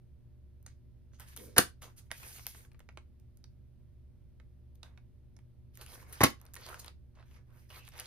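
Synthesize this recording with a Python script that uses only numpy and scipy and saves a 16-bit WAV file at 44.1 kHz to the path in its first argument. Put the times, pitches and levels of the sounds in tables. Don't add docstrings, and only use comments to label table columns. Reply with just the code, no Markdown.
import sys
import numpy as np
from scipy import signal
from scipy.fft import rfft, irfft, next_fast_len
from scipy.io import wavfile

SR = 44100
rng = np.random.default_rng(int(sys.argv[2]) if len(sys.argv) > 2 else 0)


def voltage_ratio(decibels):
    exponent = np.asarray(decibels, float) / 20
    return 10 ** exponent


def to_wav(sig):
    pcm = np.clip(np.atleast_2d(sig), -1, 1) * 32767
    pcm = np.round(pcm).astype(np.int16)
    wavfile.write(sys.argv[1], SR, pcm.T)


N = 355446

# start in seconds, film level in dB,
# middle in dB above the film, card in dB above the film, decay time t60 in seconds.
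COVER_LANDINGS = [(1.5633, -47, 10, 24, 0.027), (1.5668, -45, 15.5, 26, 0.02), (1.575, -33, 4.5, 10, 0.066),
                  (1.581, -6, -6, -2, 0.016), (1.583, -3, -4, -17, 0.014), (1.587, -20, 9, 12, 0.0076),
                  (1.589, -20.5, -2.5, 3, 0.039), (6.206, -33, 0.5, 20, 0.026),
                  (6.213, -32.5, 9, 17.5, 0.04), (6.233, -28, 9.5, 23, 0.014), (6.237, -6, -7, -9, 0.011),
                  (6.2395, -22.5, 9, 6, 0.052), (6.243, -21.5, 2.5, 6.5, 0.012)]
# frequency in Hz, width in Hz, level in dB.
PILE_MODES = [(180.2, 65, 3), (255, 120, 2.5), (350, 120, 2), (758.3, 130, -1), (1000, 300, -7),
              (1350, 140, -1.5), (1650, 360, -1.5), (2050, 500, -9)]
# frequency in Hz, width in Hz, level in dB.
HIGHER_PILE_MODES = [(94.1, 60, -1.5), (266, 90, 3), (418, 85, 0), (541.7, 70.4, -2), (776, 110, -0.5),
                     (1100, 164, -0.5), (1350, 150, -4), (1990, 270, -3)]
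# start in seconds, peak in dB, fold pitch in Hz,
# left over right in dB.
TICKS = [(0.6275, -60, 1310, -2), (1.198, -39.5, 1840, 3), (1.2043, -43.5, 3080, -12),
         (1.3635, -38, 1350, 8), (1.374, -35.5, 3870, -13), (2.1808, -45, 2630, 3),
         (2.4666, -24.5, 2380, -3), (2.475, -40, 4000, 3), (2.7328, -68, 1230, -3.5),
         (2.7936, -55, 2150, 10.5), (3.1984, -60.5, 2140, -5), (3.372, -57, 5100, -5),
         (4.755, -60.5, 3760, 4), (5.7543, -49, 2750, -0.5), (5.7732, -40, 2160, -4.5),
         (6.1264, -38.5, 1340, 9), (6.304, -39.5, 3964, 3), (6.453, -55, 2390, 9.5),
         (6.5364, -43.5, 4760, -10), (6.542, -38.5, 1683, 8), (6.554, -36.5, 1330, -10.5),
         (6.612, -50, 4410, 11), (6.694, -42, 1590, 4), (6.785, -56, 4865, -10), (6.798, -41, 4900, 8),
         (6.8617, -47, 4690, 8), (7.8514, -53, 3187, 2), (7.888, -43.5, 1650, 8), (7.9983, -31, 4760, -0.5)]
# start in seconds, peak in dB, knock in dB more, fold pitch in Hz.
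KNOCKS = [(0.6632, -49, 8.5, 6900), (1.1344, -65, 10, 1256), (2.1056, -61, 17, 1960),
          (2.1145, -30.5, 4, 1970), (2.2313, -46, 4, 2480), (2.3938, -58.5, 18.5, 2016),
          (2.4577, -53, 3.5, 2600), (2.7164, -61.5, 6, 2427), (3.441, -60, 11, 4541),
          (4.3994, -70, 20.5, 1882), (4.8307, -58.5, 18.5, 4030), (5.3654, -61.5, 8, 5460),
          (5.812, -43, -3.5, 3070), (5.8628, -42, -3.5, 2450), (5.9274, -58, -8, 1210),
          (6.4144, -49.5, -4, 1256), (6.4653, -72, 13.5, 2549), (6.5643, -41, 3.5, 1920),
          (6.688, -42, 7.5, 1160), (6.7429, -39.5, 4, 1430), (6.8452, -43, 1.5, 1824),
          (6.8805, -46, 4, 3890), (7.1514, -84.5, 20, 4120), (7.208, -77, 15.5, 3786),
          (7.226, -74, 24.5, 1410), (7.3114, -73.5, 20, 2356), (7.7025, -57.5, 8.5, 3034),
          (7.878, -47.5, 4, 1686), (7.9902, -46.5, 8, 4550)]
# start in seconds, peak in dB, knock in dB more,
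# fold pitch in Hz.
TAPS = [(1.8208, -46.5, 2, 1403), (2.383, -53, 0.5, 2785), (2.5475, -58, 10, 2200), (2.7455, -80, 22, 2040),
        (2.8033, -58, 4, 2083), (2.8893, -65, 19, 2450), (2.9734, -49, 7, 2200), (4.867, -75, 7.5, 1712),
        (4.9754, -69, 18, 2297), (5.389, -63, 2.5, 2130), (6.6634, -46, -1, 4590),
        (7.9369, -54, -1.5, 1631)]
# start in seconds, peak in dB, knock in dB more,
# fold pitch in Hz.
FLICKS = [(0.663, -66, 16, 1500), (0.6687, -67, 3, 6400), (1.3668, -39.5, 0, 6100), (1.8165, -70, 14, 897),
          (6.4, -62, 0.5, 1500), (6.464, -55.5, 5, 4500), (6.569, -46, 0, 4004), (6.8, -50, 1, 4590),
          (7.196, -82, 20, 3800), (7.24, -77, -6, 3000), (7.505, -69.5, 10, 1000), (2.122, -41, -15, 2600),
          (2.607, -71, 12, 2200), (2.649, -65, 13, 1490), (4.8375, -72, 10, 2500), (4.842, -70, 1, 5200),
          (4.865, -80.5, 20, 1725), (4.877, -80, 3, 1500), (4.893, -78, 8, 1600), (5.79, -66, 7.5, 2000),
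          (5.872, -58.5, 5.5, 3100), (5.914, -67, 8, 2094), (5.938, -58, 10, 3570),
          (5.954, -61.5, 20.5, 1100), (6.1304, -39, -7.5, 1880), (6.137, -46, -8.5, 6426),
          (7.7068, -58, 10, 3036), (7.872, -56, -5, 2980), (7.98, -45, -2, 2500), (8.002, -37, -3, 3000),
          (8.005, -44, 0, 4900), (8.057, -49, 6, 3980), (0.663, -64, 18, 6500), (0.663, -65, 17, 4940),
          (5.366, -80, 13, 5700), (4.832, -66, 17, 1500), (6.688, -59, 15, 1110), (6.664, -48, 7, 4380),
          (2.386, -46, -8, 3000), (2.793, -66, 13.5, 1600), (5.95, -68, 2, 1500)]
# start in seconds, peak in dB, knock in dB
# more, fold pitch in Hz.
SPECKS = [(6.454, -70, 11, 2500), (6.486, -77, 16, 1500), (2.986, -77, 12, 6400), (2.926, -75, -6, 6500),
          (4.749, -72, -10, 5000), (4.982, -72, -8, 3000), (2.7225, -78, 12, 1200), (2.511, -70, 14, 3900),
          (2.5895, -74, 14, 2200), (6.655, -66, 15, 4400), (5.838, -70, 14, 2600), (2.317, -68, 14, 3200),
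          (2.111, -58, 14, 1500), (1.118, -82, 14, 1500), (4.942, -84, 14, 1700), (7.155, -82, 18, 2200),
          (7.272, -86, 15, 3300), (7.49, -84, 16, 1100), (7.517, -84, 16, 1100), (7.541, -85, 15, 1900),
          (7.938, -72, 10, 4500), (6.687, -56, 17, 1000), (5.8125, -64, 16, 4200), (5.935, -70, 16, 1700)]
# frequency in Hz, density in dB per Hz.
FILM_COLOUR = [(120, -51.5), (200, 5), (411, -3.5), (640, -8.5), (702, -8.5), (1220, -7.5), (1550, -3),
               (2560, -2), (6430, -7), (7320, -8), (11000, -8), (14500, -12), (15600, -18), (16600, -35)]
# start in seconds, length in seconds, rasp level in dB,
# sheen in dB more.
SCUFFS = [
    (0.668, .075, -66, -12),
    (1.138, .045, -68, -14),
    (1.366, .2, -61, 3),
    (1.816, .06, -55, -3),
    (2.478, .07, -64, 4),
    (4.836, .08, -68.5, -12),
    (5.812, .04, -61, 4),
    (6.79, .03, -61, 6),
    (7.152, .12, -77, -18),
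]
# start, fullest point and end in seconds, rasp level in dB, sheen in dB more.
SLIDES = [(1.19, 1.21, 1.24, -63, 0), (1.25, 1.285, 1.303, -66.5, 1), (1.29, 1.34, 1.35, -63.5, 2.5),
          (1.38, 1.41, 1.26, -88, 0), (1.86, 1.9, 1.94, -76, -1), (1.965, 1.988, 2.003, -68.5, 11),
          (2.04, 2.09, 2.07, -80.5, 4), (2.12, 2.26, 2.36, -62, 6), (2.3, 2.38, 2.486, -62.5, 6),
          (2.5, 2.57, 2.66, -68, 6.5), (5.735, 5.75, 5.84, -74, 8.5), (5.77, 5.8, 5.7, -66, 0),
          (5.84, 5.88, 5.93, -69.5, 1), (5.88, 5.96, 5.95, -63, 3), (5.96, 6.03, 6.04, -69, 5.5),
          (6.04, 6.1, 6.2, -71.5, 1), (6.122, 6.135, 6.185, -63, 9), (6.15, 6.195, 6.3, -62, -12),
          (6.33, 6.4, 6.6, -78, -7), (6.55, 6.6, 6.84, -68, -3), (6.61, 6.655, 6.7, -63, -3),
          (6.66, 6.72, 6.79, -61, -5), (6.81, 6.878, 6.905, -63, -7), (7.26, 7.365, 7.392, -73, 0),
          (7.47, 7.59, 7.72, -77, 3), (7.692, 7.705, 7.76, -62.5, -2), (7.73, 7.785, 7.8, -60.5, 1),
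          (7.83, 7.885, 7.87, -63, -3), (7.92, 7.998, 8.03, -57, -5.5), (8.025, 8.058, 8.3, -57, 0.5)]
# start, fullest point and end in seconds, card body level in dB,
# low drag in dB more.
DRAGS = [(1.19, 1.21, 1.28, -72, -27), (1.37, 1.41, 1.56, -76, 20), (1.825, 1.832, 1.896, -66.5, -1),
         (1.95, 1.984, 2.03, -76, -7.5), (2.17, 2.255, 2.38, -68.5, -8), (2.375, 2.391, 2.1, -68, -5),
         (2.47, 2.48, 2.45, -75, 6), (2.53, 2.56, 2.74, -85, 6), (4.832, 4.836, 4.96, -72, -29),
         (5.78, 5.818, 5.83, -60.5, -3.5), (5.87, 5.94, 6.1, -66, -3.5), (6.08, 6.125, 6.17, -67, 2),
         (6.34, 6.394, 6.547, -73, -14), (6.55, 6.58, 6.85, -69, 0), (6.62, 6.7, 6.79, -58, -20),
         (6.82, 6.88, 6.93, -71, -3), (7.14, 7.2, 7.27, -74, -20), (7.3, 7.366, 7.43, -76, -9),
         (7.47, 7.51, 7.62, -75, -20), (7.7, 7.76, 7.84, -67, -21.5), (7.92, 7.97, 8.15, -68, -18)]
# start in seconds, length in seconds, first pitch in Hz,
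# last pitch in Hz, level in dB.
SQUEAKS = [
    (2.231, .013, 2300, 2750, -53),
    (2.279, .011, 3700, 3750, -60),
    (2.36, .011, 4400, 4250, -57),
    (2.358, .03, 3100, 2400, -62),
    (6.562, .013, 1900, 1850, -49),
]
# start and end in seconds, pitch in Hz, width in Hz,
# level in dB.
STRIPS = [(1.364, 1.5, 218, 60, -61), (2.12, 2.171, 2430, 500, -64.5), (2.465, 2.528, 11300, 900, -60.5),
          (5.783, 5.849, 4238, 900, -66), (6.02, 6.125, 2150, 350, -72), (7.696, 7.721, 2915, 500, -61.5),
          (7.732, 7.772, 2200, 500.7, -60), (7.78, 7.847, 2660, 350, -64), (8.003, 8.024, 4770, 500, -68),
          (1.818, 1.877, 6420, 703, -70), (1.124, 1.175, 6200, 900, -73), (6.625, 6.669, 4390, 900, -58),
          (7.15, 7.257, 3600, 1507, -81)]
# frequency in Hz, phase in radians.
PILE_PORTS = [(0, 0), (1900, 1.4), (3000, 2.0), (3700, 4.5), (6400, 4.4), (7700, 3.8), (11200, 6.0),
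              (14200, 6.8), (16000, 8.6)]
# frequency in Hz, phase in radians.
HAND_PORTS = [(0, 0), (2500, -.6), (4500, -1.6), (6600, -2.1), (7600, -2.9), (11200, -.1), (14200, .1),
              (16000, 2.4)]
# frequency in Hz, decay time t60 in seconds.
ROOM_DECAY = [(200, .19), (1000, .18), (4000, .19), (12000, .15)]
# frequency in Hz, level in dB, left over right in dB.
HUM_LINES = [(21.5, -67, -1.8), (69, -59, -0.74), (119.6, -63, -1.5), (242, -77.5, -7), (360.4, -80, -6),
             (484, -89.5, -3.5), (596, -88, -4)]
# frequency in Hz, width in Hz, level in dB.
RUMBLE_BANDS = [(70, 9, -68), (120, 12, -70)]
# frequency in Hz, density in dB per Hz.
AIR_COLOUR = [(25, -30), (42, -8), (71, -4), (129, -6), (170, -14), (310, -25), (540, -34.5), (1200, -47.5),
              (4280, -52), (7230, -57), (13600, -56), (16500, -79)]
# frequency in Hz, likeness from -1 to 1.
AIR_LIKENESS = [(60, 1), (130, -0.39), (250, 0.19), (500, .1), (2000, 1), (7000, -0.47), (10000, 0.41),
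                (14000, 0.28)]

SECOND_COVER_S = 4
EASE_DB, EASE_BEND = 12.5, 1.4


def rms_one(x):
    return x / np.sqrt(np.mean(x ** 2) + 1e-20)


def at_hz(points, hz):
    table_hz, values = np.transpose(points)
    return np.interp(np.log(np.maximum(hz, 1)), np.log(table_hz), values)


def coloured(x, gain_of_hz):
    size = next_fast_len(x.shape[-1] + 4096)
    hz = np.arange(size // 2 + 1) * SR / size
    return irfft(rfft(x, size) * gain_of_hz(hz), size)[..., :x.shape[-1]]


def band(x, low_hz, high_hz):
    edges = [low_hz, min(high_hz, .45 * SR)]
    return signal.sosfilt(signal.butter(2, edges, "band", fs=SR, output="sos"), x)


def resonance(x, hz, width_hz):
    r = np.exp(-np.pi * width_hz / SR)
    feedback = [1, -2 * r * np.cos(2 * np.pi * hz / SR), r * r]
    return signal.lfilter(np.array([1, 0, -1]) * (1 - r * r) / 2, feedback, x)


def drift(rate):
    knots = rng.standard_normal(int(N / SR * 200) + 2)
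    return np.interp(np.arange(N) / SR * min(rate, 199), np.arange(len(knots)), knots)


def panned(x, db):
    return np.array([x * voltage_ratio(db / 2), x * voltage_ratio(-db / 2)])


def puff(noise, t60, tick_share):
    t = np.arange(len(noise)) / SR
    decay = voltage_ratio(-60 * t / max(t60, .002))
    tick = np.arange(len(t)) == 14
    return noise * decay * np.minimum(t / 0.00033, 1) + tick_share * tick


def slaps(tick_share):
    blows = np.zeros((4, N))
    noise = rng.standard_normal((len(COVER_LANDINGS), 4, 8192))
    for (s, peak_db, mid_db, card_db, t60), draws in zip(COVER_LANDINGS, noise):
        at = round(s * SR)
        push_db = (-3 if s > SECOND_COVER_S else -11) + 0.21 * card_db
        parts = ((0, 1), (mid_db, 1.3), (card_db, 1.6), (push_db, 2.5))   # dB, times longer
        for k, (db, lasts) in enumerate(parts):
            blows[k, at:at + draws.shape[1]] += voltage_ratio(peak_db + db) * puff(draws[k], lasts * t60, tick_share)
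    film = band(blows[0], 6000, 13000) + voltage_ratio(2) * band(blows[1], 900, 6000)
    card = []
    for hits, modes in zip(np.split(blows[2], [SECOND_COVER_S * SR]), (PILE_MODES, HIGHER_PILE_MODES)):
        card.append(sum((-1) ** k * voltage_ratio(db) * resonance(hits, hz, width)
                        for k, (hz, width, db) in enumerate(modes)))
    card = np.concatenate(card)
    air_push = band(blows[3], 64, 300)
    wide = sum(voltage_ratio(db) * resonance(blows[3], hz, width) for hz, width, db in PILE_MODES[1:5])
    centre = film + voltage_ratio(8.5) * card + voltage_ratio(13) * air_push
    return panned(centre, -0.99) + voltage_ratio(5) * wide * [[1], [-1]]


def snaps(rows):
    t60, tick_share = 0.0043, 0.93
    out = np.zeros((2, N))
    noise = rng.standard_normal((len(rows), 3, 2048))
    for (s, peak_db, mid_db, hz, low_db, pan_db), (bright, middle, dull) in zip(rows, noise):
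        top_hz = np.clip(12134 - 221.5 * mid_db, 7000, 16000)
        tick = band(puff(bright, t60, tick_share), 6400, top_hz)
        middle = puff(middle, 3.5 * t60, tick_share)
        pitched = resonance(middle, hz, hz / 4.5)
        unpitched = 0.29 * voltage_ratio(-0.4 * max(mid_db, 0)) * band(middle, 820, np.clip(2.4 * hz, 3600, 9200))
        knock = band(pitched + unpitched, 600, 11000)
        push = band(puff(dull, 9.8 * t60, tick_share), 340, 1800)
        sound = voltage_ratio(8.5) * tick + voltage_ratio(8.0 + mid_db) * knock + voltage_ratio(14.0 + low_db) * push
        at = round(s * SR)
        out[:, at:at + len(sound)] += panned(voltage_ratio(peak_db) * sound, np.clip(pan_db, -8, 8))[:, :N - at]
    return out


def crease_rows():
    rows = [(s, db, -9.5, hz, -30, pan) for s, db, hz, pan in TICKS]
    for table, dull_db in ((KNOCKS, -18), (TAPS, -9)):
        pans = -7.5 + 14.5 * rng.standard_normal(len(table))
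        rows += [(s, db, knock, hz, knock + dull_db, pan) for (s, db, knock, hz), pan in zip(table, pans)]
    return rows


def small_rows(table):
    return [(s, db, knock, hz, knock - 24, -2.5) for s, db, knock, hz in table]


def crinkle(grains_per_s, grain_db, cycles):
    happens = rng.random(N) < grains_per_s * voltage_ratio(6 * drift(15)) / SR
    pops = happens * rng.choice([-1, 1], N)
    pops = pops * voltage_ratio(grain_db * np.minimum(rng.exponential(1, N), 3.0)) + 1e-18
    folds_hz = np.geomspace(1000, 6500, 14)
    dealt = rng.integers(0, 14, N)
    ringing = sum(resonance(pops * (dealt == k), hz, hz / cycles) for k, hz in enumerate(folds_hz))
    return rms_one(band(ringing, 650, 9100))


def strokes(rows, voice, second_voice, rise_db, fall_db):
    out = np.zeros(N)
    for start, fullest, end, db, more_db in rows:
        span = slice(round((start - .006) * SR), min(N, round((end + .02) * SR)))
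        t = np.arange(span.start, span.stop) / SR
        rise = rise_db * np.abs((fullest - t) / max(fullest - start, .002)) ** EASE_BEND
        fall = fall_db * np.abs((t - fullest) / max(end - fullest, .002)) ** EASE_BEND
        drop_db = np.where(t < fullest, rise, fall)
        fade = np.clip(np.minimum((t - start) / .006 + 1, (end - t) / .02 + 1), 0, 1)
        out[span] += fade * voltage_ratio(db - drop_db) * (voice[span] + voltage_ratio(more_db) * second_voice[span])
    return out


def rustle(grains_per_s, grain_db, grain_share, flicker_db, crinkle_db):
    registers = []
    for low_hz, high_hz, spread in ((6500, 16000, .95), (1500, 7200, .72), (490, 1300, .9)):
        slips = (rng.random(N) < grains_per_s / SR) * voltage_ratio(grain_db * np.minimum(rng.exponential(1, N), 3))
        slips = rms_one(signal.lfilter([1], [1, -.96], slips))
        hiss = rng.standard_normal(N) * (1 + grain_share * np.sqrt(1300 / low_hz) * slips)
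        hiss = band(coloured(hiss, lambda hz: voltage_ratio(at_hz(FILM_COLOUR, hz))), low_hz, high_hz)
        registers.append(rms_one(hiss) * voltage_ratio(flicker_db * drift(35)) / spread)
    sheen, rasp, card = registers
    rasp = 0.5 * rasp + voltage_ratio(crinkle_db) * crinkle(grains_per_s=700., grain_db=5.5, cycles=6.0)
    rasp = rasp + voltage_ratio(-14) * card
    drag = rms_one(band(band(rng.standard_normal(N), 260, 560), 310, 520)) * voltage_ratio(1.5 * drift(40))

    attack_s = 0.0061
    scuffs = [(s, s + attack_s, s + length, db, more) for s, length, db, more in SCUFFS]
    film = strokes(scuffs, rasp, sheen, 13.0, 24.5) + strokes(SLIDES, rasp, sheen, EASE_DB, EASE_DB)
    body = strokes(DRAGS, card, drag, EASE_DB, EASE_DB)
    far_rasp, far_card, far_drag = [np.roll(voice, SR) for voice in (rasp, card, drag)]
    side = band(strokes(SLIDES, far_rasp, far_rasp, EASE_DB, EASE_DB), 500, 2500)
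    side = side + strokes(DRAGS, far_card, far_drag, EASE_DB, EASE_DB)
    return panned(film, -2.5) + panned(body, -4.0) + voltage_ratio(-4) * side * [[1], [-1]]


def patchy(pair, patch_db, per_s):
    edges = 1200 * 2 ** np.arange(0, 3.8, 1 / 3)
    out = pair.copy()
    for low, high in zip(edges, edges[1:]):
        wander = drift(per_s) + 0.24 * drift(3.4 * per_s)
        gain = voltage_ratio(patch_db * wander - patch_db ** 2 / 9)
        out += (gain - 1) * resonance(pair, np.sqrt(low * high), 0.7 * (high - low))
    return out


def squeaks(rough):
    out = np.zeros(N)
    for s, length, start_hz, end_hz, db in SQUEAKS:
        t = np.arange(round(length * SR)) / SR
        tone = np.sin(2 * np.pi * (start_hz * t + (end_hz - start_hz) * t ** 2 / (2 * length)))
        out[round(s * SR):][:len(t)] += voltage_ratio(db) * np.sin(np.pi * t / length) * tone
    return panned(out * (1 + rough * drift(203.4)), -1.5)


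def strips():
    out = np.zeros(N)
    for (start, end, hz, width, db), noise in zip(STRIPS, rng.standard_normal((len(STRIPS), 8192))):
        t = np.arange(round((end - start) * SR))
        swell = np.sqrt(np.sin(np.pi * t / len(t)))
        singing = rms_one(resonance(resonance(noise, hz, width), hz, 2 * width))
        out[round(start * SR):][:len(t)] += voltage_ratio(db) * swell * singing[-len(t):]
    return panned(out, -2.0)


def delayed(pair, ports):
    right = coloured(pair[1], lambda hz: np.exp(-1j * np.interp(hz, *np.transpose(ports))))
    return np.array([pair[0], right])


def room(x):
    t = np.arange(round(.45 * SR)) / SR
    edges = 30 * 2 ** np.arange(0, 9.4, .5)
    white = rng.standard_normal((2, 2, len(t)))
    tail = 0
    for k, (low, high) in enumerate(zip(edges, edges[1:])):
        t60 = at_hz(ROOM_DECAY, np.sqrt(low * high))
        tail = tail + band(white[k % 2], low, high) * voltage_ratio(-60 * t / t60)
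    mid, side = tail * np.clip((t - .002) / 0.0063, 0, 1)
    side = signal.sosfilt(signal.butter(1, 70, "high", fs=SR, output="sos"), side)
    echo = np.array([mid + side, mid - side]) / np.sqrt(np.sum(mid ** 2 + side ** 2))
    return signal.fftconvolve(x.mean(axis=0)[None], echo, axes=1)[:, :N]


def appliance():
    t = np.arange(N) / SR
    lines = 0
    for hz, db, pan_db in HUM_LINES:
        tone = np.sin(2 * np.pi * (hz * t + rng.random()))
        lines = lines + panned(voltage_ratio(db + 2.0 + 0.29 * drift(3.2)) * tone, pan_db)
    booms = 0
    for hz, width, db in RUMBLE_BANDS:
        white = rng.standard_normal(N + SR)
        booms = booms + voltage_ratio(db) * rms_one(resonance(resonance(white, hz, width), hz, 1.9 * width)[SR:])
    return lines + panned(booms, -1.0)


def still_air():
    def alike(hz):
        return np.clip(at_hz(AIR_LIKENESS, hz), -.9, .99)
    mid, side = rng.standard_normal((2, N))
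    mid = coloured(mid, lambda hz: voltage_ratio(at_hz(AIR_COLOUR, hz)) * np.sqrt(1 + alike(hz)))
    side = coloured(side, lambda hz: voltage_ratio(at_hz(AIR_COLOUR, hz)) * np.sqrt(1 - alike(hz)))
    air = voltage_ratio([[-58.9], [-58.1]]) * rms_one(np.array([mid + side, mid - side]))
    air[0] -= .35 * resonance(air[0], 220, 500)
    return air


def scene():
    pile = slaps(tick_share=4.6)
    creases = snaps(crease_rows()) + snaps(small_rows(FLICKS))
    specks = snaps(small_rows(SPECKS))
    hands = rustle(grains_per_s=380., grain_db=8.0, grain_share=0.4, flicker_db=3.5, crinkle_db=-2.5)
    hands = patchy(hands + squeaks(rough=0.18), patch_db=3.2, per_s=22.0) + strips()
    near = delayed(hands + creases + specks, HAND_PORTS) + delayed(pile, PILE_PORTS)
    echoes = room(voltage_ratio(-6.0) * hands + voltage_ratio(-12.0) * creases + voltage_ratio(-12) * pile)
    return near + echoes + appliance() + still_air()


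def roll_off(x):
    return signal.sosfilt(signal.butter(12, 16970, fs=SR, output="sos"), x)


def record(dry):
    rounded = .95 * np.tanh(dry / .95)
    dipped = rounded - .6 * resonance(dry, 7500, 800)
    cut = signal.sosfilt(signal.cheby2(10, 60, 16950, fs=SR, output="sos"), dipped)
    return roll_off(cut)


dry = scene()
out = record(dry)
to_wav(out)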